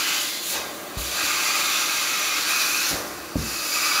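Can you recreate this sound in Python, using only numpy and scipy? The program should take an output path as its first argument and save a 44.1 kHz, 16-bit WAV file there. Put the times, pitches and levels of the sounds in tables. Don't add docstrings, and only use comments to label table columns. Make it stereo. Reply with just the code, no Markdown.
import sys
import numpy as np
from scipy import signal
from scipy.fft import rfft, irfft
from scipy.io import wavfile
from scipy.ndimage import map_coordinates

SR = 44100
rng = np.random.default_rng(int(sys.argv[2]) if len(sys.argv) > 2 else 0)


def to_wav(sig):
    pcm = np.clip(np.atleast_2d(sig), -1, 1) * 32767
    pcm = np.round(pcm).astype(np.int16)
    wavfile.write(sys.argv[1], SR, pcm.T)


N = 176400
T = np.arange(N) / SR
FREQS = np.maximum(np.arange(N // 2 + 1) * SR / N, 1)

# (time [s], level [dB])
AIR_FLOW = [(0.03, -28), (0.17, -27.5), (0.39, -35), (0.56, -30), (0.62, -39), (0.81, -43.5), (0.962, -42),
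            (0.978, -36), (1.08, -30.5), (1.55, -27.5), (2.39, -27.5), (2.58, -27), (2.75, -29.5),
            (2.9, -26), (2.93, -31), (3.06, -41), (3.355, -48.5), (3.385, -37.5), (3.44, -36.5),
            (3.71, -30.5), (3.79, -27), (3.97, -27.5)]
# (time [s], level [dB])
CAVITY_LEVEL = [(0.03, -28.5), (0.14, -24.5), (0.47, -57), (0.55, -26), (0.77, -48), (0.97, -38.5),
                (1.18, -23.5), (1.52, -23), (2.45, -27), (2.47, -23.5), (2.87, -30), (3.1, -40),
                (3.35, -37.5), (3.5, -28.5), (3.56, -35.5), (3.84, -26), (3.95, -24.5)]
# (time [s], level [dB])
SPRAY_LEVEL = [(0.0, -33.5), (0.18, -32), (0.21, -30.5), (0.4, -38), (0.49, -28.5), (0.53, -30.5),
               (0.62, -43), (0.962, -50), (0.98, -34.5), (1.57, -31), (2.45, -33.5), (2.48, -30),
               (2.77, -30.5), (2.85, -32.5), (2.9, -27), (2.93, -34.5), (3.09, -43), (3.34, -59),
               (3.39, -38.5), (3.45, -36), (3.83, -30), (4.0, -32)]
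# (frequency [Hz], relative level [dB])
FABRIC_SPECTRUM = [(200,-19.5),(600,-6.5),(750,-13.5),(1000,-16),(1600,2),(1900,-0.5),(2700,0.5),(3200,-1),(4000,2.5),(5000,-1.5),(5450,0),(6500,-3),(7250,-3),(7900,-32),(9000,-31),(16000,-19)]
SPRAY_SPECTRUM = [(1500,-19.5),(4000,-6),(7000,1.5),(8200,-4),(9300,0),(10800,-1),(12500,-0.5),(14000,-2.5),(16000,-4)]
GULP_SPECTRUM = [(30,-25),(58,17),(120,8),(220,9.5),(300,13),(420,14),(700,15.5),(880,11),(1150,13),(2000,10.5),(3500,-19),(8000,-71),(16000,-38)]
THUMP_SPECTRUM = [(20,-40),(42,-22),(60,-17),(85,4),(150,3.5),(225,6),(280,-0.5),(380,-4),(520,-9),(800,-34),(1500,-34),(5000,-55)]
MACHINE_SPECTRUM = [(25,-42),(45,-23),(60,-35),(90,-14),(130,-10.5),(180,-1.5),(230,-5),(320,-9),(420,-3.5),(640,1.5),(820,-4.5),(1100,3.5),(1700,-2.5),(2100,-15),(3100,-9),(6000,-29),(8300,-9.5),(11000,-12.5),(15500,-8.5)]
# (frequency [Hz], half-width [Hz], level [dB])
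NOZZLE_MODES = [(874,132,-11),(1360,540,-3.5),(1575,200,-7),(2340,110,-18.5),(2524,170,-1),(3760,105,-10),(4680,210,-4.5),(5870,440,-8),(7330,200,-9)]
# (time [s], length [s], pitch [Hz], bend [Hz/s], width [Hz], level against air flow [dB])
SLOT_WHISTLES = [(0, .26, 2920, 150, 190, -10.5), (0, .28, 2520, 0, 100, -12), (0, .45, 2080, 0, 100, -12),
                 (0, .27, 1620, 0, 200, -11.5), (.1, .36, 3350, -100, 260, -13),
                 (0, .44, 4800, -350, 150, -11), (.27, .22, 4080, -100, 110, -12),
                 (.52, .17, 920, 0, 200, -8), (.54, .19, 3770, -250, 130, -10),
                 (1.12, 1.32, 1235, 65, 130, -10), (1.25, 1.17, 2140, 10, 60, -9.5),
                 (1.25, 1.19, 2455, 50, 90, -10.5), (1.4, .9, 5880, 50, 90, -14),
                 (2.46, .28, 2460, 150, 120, -2), (2.72, .15, 2520, 1100, 200, -4),
                 (2.46, .42, 1290, 450, 180, -9.5), (2.5, .39, 4030, 450, 130, -9),
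                 (2.55, .35, 5920, 700, 140, -12.5), (3.42, .3, 1300, 0, 160, -11.5),
                 (3.72, .33, 1270, 250, 190, -6), (3.45, .6, 4880, 0, 200, -7.5),
                 (3.42, .63, 2570, -50, 100, -7.5), (3.72, .33, 2330, 0, 90, -9),
                 (3.4, .5, 7000, 0, 170, -11)]
# (time [s], level [dB], decay [s], bass cut [Hz])
NOZZLE_LIFTS = [(.56,-37,0.55,217),(2.925,-34,0.28,100)]
# (time [s], thump level [dB], treble cut [Hz], scuff level [dB])
NOZZLE_LANDINGS = [(0.969,-19,60,-43),(3.356,-19.5,620,-51)]
# (frequency [Hz], t60 [s], level [dB])
FRAME_MODES = [(61.3,0.48,-15),(88,0.21,-19),(137,0.06,-11),(180,0.034,1.5),(266,0.063,-4),(590,0.027,-5)]
# (time [s], level [dB])
WAND_KNOCKS = [(1.236,-35.5),(2.913,-32.5),(2.931,-27.5),(2.975,-37)]
# (frequency [Hz], t60 [s], level [dB])
WAND_MODES = [(61,0.22,-10),(92.5,0.22,-7.5),(178,0.1,-6),(295,0.11,4),(499,.06,-5)]
# (frequency [Hz], half-width [Hz], level [dB])
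HOSE_MODES = [(323,43,-49.5),(523,89,-56),(1040,49,-57.5),(2520,140,-86),(3520,100,-59.5)]
# (frequency [Hz], level [dB])
ROOM_SIDE = [(60,-11),(150,-12.5),(300,-8.5),(600,11),(16000,5)]
# (frequency [Hz], level [dB])
MIC_BALANCE = [(60, 7), (110, -5.5), (200, 2), (380, -4.5), (700, 2), (1290, 0.5), (2380, -3.5),
               (4400, -1.0), (8120, 1.0), (15000, 2)]
# (time [s], delay [s])
RIGHT_MIC_LAG = [(0,0.00027),(2.3,0.00029),(2.6,0.00017),(4,0.00018)]

FABRIC_DB, CAVITY_DB, SPRAY_DB, MACHINE_DB = -2, -6, -0.5, -41
DROPS_PER_S, DROP_SPREAD_DB, DROPS_DB = 2500, 3, -4
WAVER_HZ, WAVER_SHARE, WHISTLE_ROUGH_DB, WHISTLE_FADE_S = 14, .016, 1.2, .08
LEAKS_PER_S, LEAK_RANGE_HZ, LEAK_MEAN_S = 11, (3400, 6400), .17
LEAK_BEND_HZ_PER_S, LEAK_WIDTH_HZ, LEAK_DB = 900, 70, -15
GULP_RISE_S, SCUFF_DECAY_S = 0.039, 0.026
RUMBLE_DB, RUMBLE_DECAY_S, THUD_DB = -3, 0.064, 8.5
ROOM_DB, ROOM_T60_S, ROOM_EVENNESS = 4, 0.19, .75
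BASS_CUT_HZ, TOP_HZ = 50.4, 15600


def suction():
    fabric = amp(FABRIC_DB) * curve(AIR_FLOW) * noise(colour(FABRIC_SPECTRUM))
    cavity_power = sum((amp(db) * resonance(hz, width)) ** 2 for hz, width, db in NOZZLE_MODES)
    cavity = amp(CAVITY_DB) * curve(CAVITY_LEVEL) * noise(np.sqrt(cavity_power))
    drops = (rng.random(N) < DROPS_PER_S / SR) * rng.standard_normal(N)
    drops *= amp(DROP_SPREAD_DB * np.minimum(rng.exponential(size=N), 4))
    mist = rng.standard_normal(N) + amp(DROPS_DB) * unit(drops)
    mist = unit(irfft(rfft(mist) * colour(SPRAY_SPECTRUM), N))
    spray = amp(SPRAY_DB) * curve(SPRAY_LEVEL) * mist
    return (fabric + cavity + spray) * flutter(21, depth_db=0.88)


def whistle(at, length, hz, bend, width, db, waver):
    span = slice(*np.searchsorted(T, [at - WHISTLE_FADE_S, at + length + WHISTLE_FADE_S]))
    age = T[span] - at
    gate = np.clip(np.minimum(age, length - age) / WHISTLE_FADE_S + .5, 0, 1)
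    pitch = (hz + bend * np.clip(age, 0, length)) * (1 + waver[span])
    carrier = np.exp(2j * np.pi * np.cumsum(pitch) / SR)
    eddies = lowpass(rng.standard_normal(2 * len(age)).view(complex), width * 2 / np.pi)
    out = np.zeros(N)
    out[span] = amp(db) * gate * unit((eddies * carrier).real)
    return out


def whistles(tones, waver):
    singing = sum(whistle(*tone, waver) for tone in tones)
    return singing * curve(AIR_FLOW) * flutter(WAVER_HZ, depth_db=WHISTLE_ROUGH_DB)


def leaks():
    tones = []
    for when, size, pitch, slope in rng.random((int(LEAKS_PER_S * T[-1]), 4)):
        hz = np.interp(pitch, [0, 1], LEAK_RANGE_HZ)
        bend = LEAK_BEND_HZ_PER_S * (2 * slope - 1)
        tones.append((when * T[-1], LEAK_MEAN_S * (.5 + size), hz, bend, LEAK_WIDTH_HZ, LEAK_DB))
    return tones


def gulps():
    out = np.zeros(N)
    for at, db, decay_s, cut_hz in NOZZLE_LIFTS:
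        rise = np.exp(-(np.minimum(T - at, 0) / GULP_RISE_S) ** 2)
        bass_cut = FREQS / np.hypot(FREQS, cut_hz)
        out += amp(db) * rise * decay(at, decay_s) * noise(colour(GULP_SPECTRUM) * bass_cut)
    return out


def thumps():
    out = np.zeros(N)
    for at, db, cut_hz, _ in NOZZLE_LANDINGS:
        rumble = amp(RUMBLE_DB) * noise(colour(THUMP_SPECTRUM)) * (T > at) * decay(at, RUMBLE_DECAY_S)
        thud = amp(THUD_DB) * ring(FRAME_MODES, at)
        out += amp(db) * lowpass(rumble - thud, cut_hz)
    return out


def scuffs():
    envelope = sum(amp(db) * (T > at) * decay(at, SCUFF_DECAY_S) for at, _, _, db in NOZZLE_LANDINGS)
    return envelope * noise(colour(SPRAY_SPECTRUM))


def knocks():
    return sum(amp(db) * ring(WAND_MODES, at) for at, db in WAND_KNOCKS)


def machine():
    turbine = amp(MACHINE_DB) * noise(colour(MACHINE_SPECTRUM))
    hose = sum(amp(db) * noise(resonance(hz, width)) for hz, width, db in HOSE_MODES)
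    return turbine + hose


def air(tones, waver):
    return suction() + whistles(tones, waver) + machine() + gulps() + scuffs()


def room(direct, scattered):
    tails = rng.standard_normal((2, N)) * np.exp(-np.log(1000) * T / ROOM_T60_S)
    mid, side = rfft(tails / np.sqrt(np.sum(tails ** 2, axis=1, keepdims=True)))
    side *= np.minimum(colour(ROOM_SIDE), 1)
    walls = np.array([mid + side, mid - side]) / np.sqrt(2)
    wash = amp(ROOM_DB) * walls / np.abs(walls) ** ROOM_EVENNESS
    lag_s = np.interp(T, *np.array(RIGHT_MIC_LAG).T)
    right = map_coordinates(direct, [(T - lag_s) * SR], order=3, mode="mirror")
    balance = colour(MIC_BALANCE) ** np.array([[.5], [-.5]])
    return irfft((rfft(np.array([direct, right])) + rfft(scattered) * wash) * balance, N)


def amp(db):
    return 10 ** (np.asarray(db) / 20)


def unit(x):
    return x / np.sqrt(np.mean(x ** 2))


def curve(rows):
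    return amp(np.interp(T, *np.array(rows).T))


def decay(at, decay_s):
    return np.exp(-np.maximum(T - at, 0) / decay_s)


def colour(rows):
    hz, db = np.array(rows).T
    return amp(np.interp(np.log(FREQS), np.log(hz), db))


def resonance(hz, half_width):
    return 1 / (1 + ((FREQS / hz - hz / FREQS) * hz / (2 * half_width)) ** 2)


def lowpass(x, hz):
    return signal.sosfilt(signal.butter(2, hz, fs=SR, output="sos"), x)


def noise(response):
    return unit(irfft(rng.standard_normal(2 * len(FREQS)).view(complex) * response, N))


def wander(hz):
    return noise(1 / (1 + (FREQS / hz) ** 2))


def flutter(hz, depth_db):
    return amp(depth_db * wander(hz))


def ring(modes, at):
    age = np.maximum(T - at, 0)
    return sum(amp(db) * np.sin(2 * np.pi * hz * age) * decay(at, t60 / np.log(1000))
               for hz, t60, db in modes)


def scene():
    tones = list(SLOT_WHISTLES) + leaks()
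    waver = WAVER_SHARE * wander(WAVER_HZ)
    direct = air(tones, waver)
    scattered = air(tones, waver)
    return room(direct, scattered) + thumps() + knocks()


def record(dry):
    bass_cut = signal.butter(4, BASS_CUT_HZ, "high", fs=SR, output="sos")
    top_cut = signal.ellip(12, .1, 85, TOP_HZ, fs=SR, output="sos")
    return signal.sosfilt(top_cut, signal.sosfilt(bass_cut, dry))


dry = scene()
out = record(dry)
to_wav(out)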